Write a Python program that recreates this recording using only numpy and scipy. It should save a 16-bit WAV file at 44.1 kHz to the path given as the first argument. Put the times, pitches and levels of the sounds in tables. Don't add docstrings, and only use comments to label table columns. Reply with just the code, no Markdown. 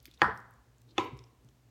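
import sys
import numpy as np
from scipy import signal
from scipy.fft import rfft, irfft
from scipy.io import wavfile

SR = 44100
rng = np.random.default_rng(int(sys.argv[2]) if len(sys.argv) > 2 else 0)


def to_wav(s):
    ch = np.atleast_2d(s).T
    pcm = np.round(np.clip(ch, -1, 1) * 32767)
    wavfile.write(sys.argv[1], SR, pcm.astype(np.int16))


def ratio(d):
    e = np.asarray(d, float) / 20
    return 10 ** e


N = 74970


def table(hz, rows, col):
    rows = np.array(rows)
    return np.interp(np.log(hz), np.log(rows[:, 0]), rows[:, col])


def band(x, hz, width_hz):
    return signal.lfilter(*signal.iirpeak(min(hz, 0.45 * SR), hz / width_hz, SR), x)


def unit(x):
    return x / np.sqrt(np.mean(x ** 2))


def band_noise(count, hz, width_hz):
    once = band(rng.standard_normal(count), hz, width_hz)
    return unit(band(once, hz, width_hz))


def fade(t, t60):
    return (t >= 0) * ratio(-60 * np.maximum(t, 0) / t60)


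def add(out, start_s, x):
    i = int(round(start_s * SR))
    out[i:i + len(x)] += x[:N - i]


def room_hiss():
    # frequency in Hz, relative level in dB.
    hiss_curve = [(20, -15.5), (40, -2), (80, -6.5), (160, -13), (300, -12), (600, -18.5), (1200, -24),
                  (2500, -28.5), (5000, -31), (7000, -31.5), (10000, -37), (16000, -37)]
    level_db = -68.5
    hz = np.maximum(np.fft.rfftfreq(N, 1 / SR), 1)
    spectrum = rfft(rng.standard_normal(N)) * ratio(table(hz, hiss_curve, col=1))
    return ratio(level_db) * unit(irfft(spectrum, N))


def fridge_hum():
    # frequency in Hz, level in dB, width of the peak at half height in Hz.
    hum_tones = [(59.96, -63.5, 16), (119.9, -65, 12.3), (250, -78.5, 31)]
    out, hz = np.zeros(N), np.maximum(np.fft.rfftfreq(N, 1 / SR), 1)
    for tone_hz, db, width_hz in hum_tones:
        peak = 1 / (1 + ((hz - tone_hz) / width_hz * 2) ** 2)
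        out += ratio(db) * unit(irfft(rfft(rng.standard_normal(N)) * peak, N))
    return out


def room(x):
    # frequency in Hz, gain of the noise in dB, time to die by 60 dB in seconds.
    reverberation = [(60, -27, .45), (125, -30, 0.33), (250, -31.5, .38), (450, -30.5, 0.37),
                     (798.5, -30.5, 0.29), (1250, -29, 0.28), (2000, -34.5, .29), (3000, -32.5, .26),
                     (4500, -40.5, .25), (7000, -31.5, 0.15), (10000, -38.5, .18), (16000, -39.5, .18)]
    gap_s, rise_s = 0.003, 0.004
    late_db, late_stretch = -13.5, 2.36
    t = np.arange(32768) / SR - gap_s
    tail = np.zeros(len(t))
    for hz in 50 * 2 ** (np.arange(26) / 3):
        t60 = table(hz, reverberation, col=2)
        decay = fade(t, t60) + ratio(late_db) * fade(t, t60 * late_stretch)
        noise = band(rng.standard_normal(len(t)), hz, hz / 4)
        tail += ratio(table(hz, reverberation, col=1)) * noise * decay
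    tail *= 1 - np.exp(-np.maximum(t, 0) / rise_s)
    return signal.fftconvolve(x, tail)[:N]


def thuds():
    # start in seconds, level in dB before rise and decay, frequency in Hz,
    # rise time constant in seconds, time to die by 60 dB in seconds.
    counter_thuds = [(.081, -33.5, 319, 0.0075, 0.019), (0.221, -54, 130, .01, .2),
                     (0.249, -31, 64.4, 0.013, 0.19), (.28, -24, 441, 0.0084, 0.068),
                     (0.309, -49, 62, 0.017, 0.28), (1.119, -39.5, 250, 0.0041, .08),
                     (1.128, -33, 129.5, 0.0044, 0.11), (1.138, -40, 62.4, 0.01, 0.19),
                     (1.2, -44.5, 125, 0.0073, 0.11), (1.447, -46, 125, .004, .12)]
    out, t = np.zeros(N), np.arange(16384) / SR
    for start_s, db, hz, rise_s, t60 in counter_thuds:
        envelope = (1 - np.exp(-t / rise_s)) * fade(t, t60)
        add(out, start_s, ratio(db) * envelope * np.sin(2 * np.pi * hz * t))
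    return out


def scrapes():
    # middle in seconds, time from the middle to half strength in seconds, level at the middle in dB,
    # centre in Hz, width of the resonance in Hz.
    blade_scrapes = [(.068, .01, -66.5, 13000, 5000), (.10, 0.065, -72.5, 3500, 3000),
                     (.375, 0.034, -77, 13000, 6100), (.905, .02, -72.5, 3850, 1800),
                     (1.03, 0.039, -73, 13000, 7850), (.93, 0.056, -67, 300, 200),
                     (1.458, .03, -67, 250, 200)]
    out, t = np.zeros(N), np.arange(N) / SR
    for middle_s, half_s, db, hz, width_hz in blade_scrapes:
        swell = np.cos(np.pi / 4 * np.clip((t - middle_s) / half_s, -2, 2)) ** 2
        out += ratio(db) * band_noise(N, hz, width_hz) * swell
    return out


def ticks():
    # start in seconds, level at the start in dB, centre in Hz, width of the resonance in Hz,
    # time to die by 60 dB in seconds.
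    small_ticks = [(.0020, -56, 4500, 3000, .008), (.0280, -53.5, 12500, 5050, .008),
                   (.0315, -61, 6000, 4020, .008), (.0460, -60.5, 8020, 6000, .008),
                   (.0553, -44.5, 2800, 2440, .012), (.0555, -46, 6200, 2500, .01),
                   (.0555, -45, 12500, 5000, .008), (.062, -52.5, 3800, 3000, 0.014),
                   (.0640, -52, 4500, 4030, 0.007), (.078, -61, 2000, 1500, .03),
                   (.1125, -51, 3700, 1460, 0.014), (.1125, -60.5, 11000, 8020, .01),
                   (.1385, -58, 4000, 4060, .03), (.1425, -61.5, 5500, 4150, .04),
                   (.1750, -56, 3550, 900, .02), (.1895, -63.5, 14000, 5000, .01),
                   (.195, -54, 1200, 1500, 0.024), (.3745, -53.5, 5800, 5000, .015),
                   (.402, -62, 6000, 6000, .015), (.5085, -59, 13500, 6000, .01),
                   (.538, -64, 7000, 4080, 0.012), (.7830, -63.5, 6500, 3950, .01),
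                   (.8175, -57, 5500, 3970, .01), (.8150, -66, 14000, 4000, .015),
                   (.888, -66.5, 4000, 2497, .04), (.9070, -59, 4200, 1500, .04),
                   (1.048, -55.5, 14000, 5000, .01), (1.168, -66, 4800, 3000, .04),
                   (1.175, -64.5, 10990, 8970, .012), (1.1902, -47.5, 3700, 2470, 0.0123),
                   (1.239, -56, 5500, 1200, 0.018), (1.239, -66, 3400, 1500, 0.023),
                   (1.447, -64.5, 6000, 7980, .012), (1.4875, -65.5, 3500, 2500, .015),
                   (1.488, -63, 6000, 2000, .015)]
    out, t = np.zeros(N), np.arange(4096) / SR
    for start_s, db, hz, width_hz, t60 in small_ticks:
        add(out, start_s, ratio(db) * band_noise(len(t), hz, width_hz) * fade(t, t60))
    return out


def crush():
    # end in seconds, time constant of the swell in seconds, level at the end in dB,
    # centre in Hz, width of the resonance in Hz.
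    food_crushes = [(0.217, .012, -52, 1200, 2500), (.218, .003, -43.5, 2930, 700),
                    (.98, .012, -55.5, 1500, 3000), (0.982, .006, -48, 3000, 900)]
    out, t = np.zeros(N), np.arange(N) / SR
    for end_s, swell_s, db, hz, width_hz in food_crushes:
        swell = np.exp(np.minimum(t - end_s, 0) / swell_s) * (t < end_s)
        out += ratio(db) * band_noise(N, hz, width_hz) * swell
    return out


def knocks(share, turn):
    # frequency in Hz, full time to die by 60 dB in seconds,
    # relative level in dB when struck at spot 0, the same at spot 1.
    modes = [(125, 0.15, -13.5, -22), (220, 0.056, -20, -27), (345, .035, -6, 2.5),
             (560, .025, -9.5, -16.5), (822, 0.03, -1, -4), (1050, 0.031, -3, 2.5), (1303, .03, -4.5, -15),
             (1674, 0.02, 3, -28.5), (1822, .035, -4, -7.5), (2300, .016, -7.5, -15), (2550, 0.02, -9.5, 0),
             (2950, 0.013, -8.5, -10), (3450, 0.0088, -5, 5), (4450, .01, -5, -13.5),
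             (5600, .008, -21.5, -7.5), (6657, .01, -14.5, -8.5)]
    # start in seconds, level in dB, push length in ms
    contacts = [(0.2181, -11.5, .12, 0.29), (0.2219, -18, 0.69, 0), (.2240, -19.5, 0.41, 0),
                (.2300, -24.5, .3, 0), (0.9806, -22.5, 0.081, 1), (.9820, -21, .1, 1),
                (.9843, -19, 0.38, 1)]
    crack_db, crack_t60_s, crack_hz = -44.5, 0.012, 6500
    rise_cycles = 0.51
    out, t = np.zeros(N), np.arange(4096) / SR
    for start_s, db, push_ms, spot in contacts:
        flips = np.pi * (np.arange(len(modes)) // 3)
        phases = 2 * np.pi * turn * rng.random(len(modes)) + flips
        ring = np.zeros(len(t))
        for mode, phase in zip(modes, phases):
            hz, t60 = mode[:2]
            envelope = fade(t, t60 * share) * (1 - np.exp(-t * hz / rise_cycles))
            ring += ratio(mode[2 + int(spot)]) * envelope * np.sin(2 * np.pi * hz * t + phase)
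        push = t[:128] * np.exp(-t[:128] * 4000 / push_ms)
        pushed_ring = np.convolve(ring, push / push.sum())[:len(t)]
        noise = band(rng.standard_normal(len(t)), crack_hz, crack_hz)
        crack = ratio(crack_db) / push_ms * noise * fade(t, crack_t60_s)
        add(out, start_s, ratio(db) * (pushed_ring + crack))
    return out


def scene():
    small = crush() + ticks() + scrapes()
    small_send_db = -9
    knock_send_db = 2.5
    scattered = knocks(share=0.22, turn=1)
    sent = ratio(knock_send_db) * scattered + ratio(small_send_db) * small
    direct = knocks(share=0.88, turn=0) + small
    return (direct + room(sent) + thuds() + room_hiss() + fridge_hum())[None]


def low_pass(x):
    return signal.sosfilt(signal.butter(12, 16500, fs=SR, output="sos"), x)


def record(dry):
    corner_hz = 75
    s = 1j * np.fft.rfftfreq(N, 1 / SR) / corner_hz
    high_pass = s ** 2 / (1 + np.sqrt(2) * s + s ** 2)
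    mix = irfft(rfft(dry) * high_pass, N)
    return low_pass(mix)


dry = scene()
out = record(dry)
to_wav(out)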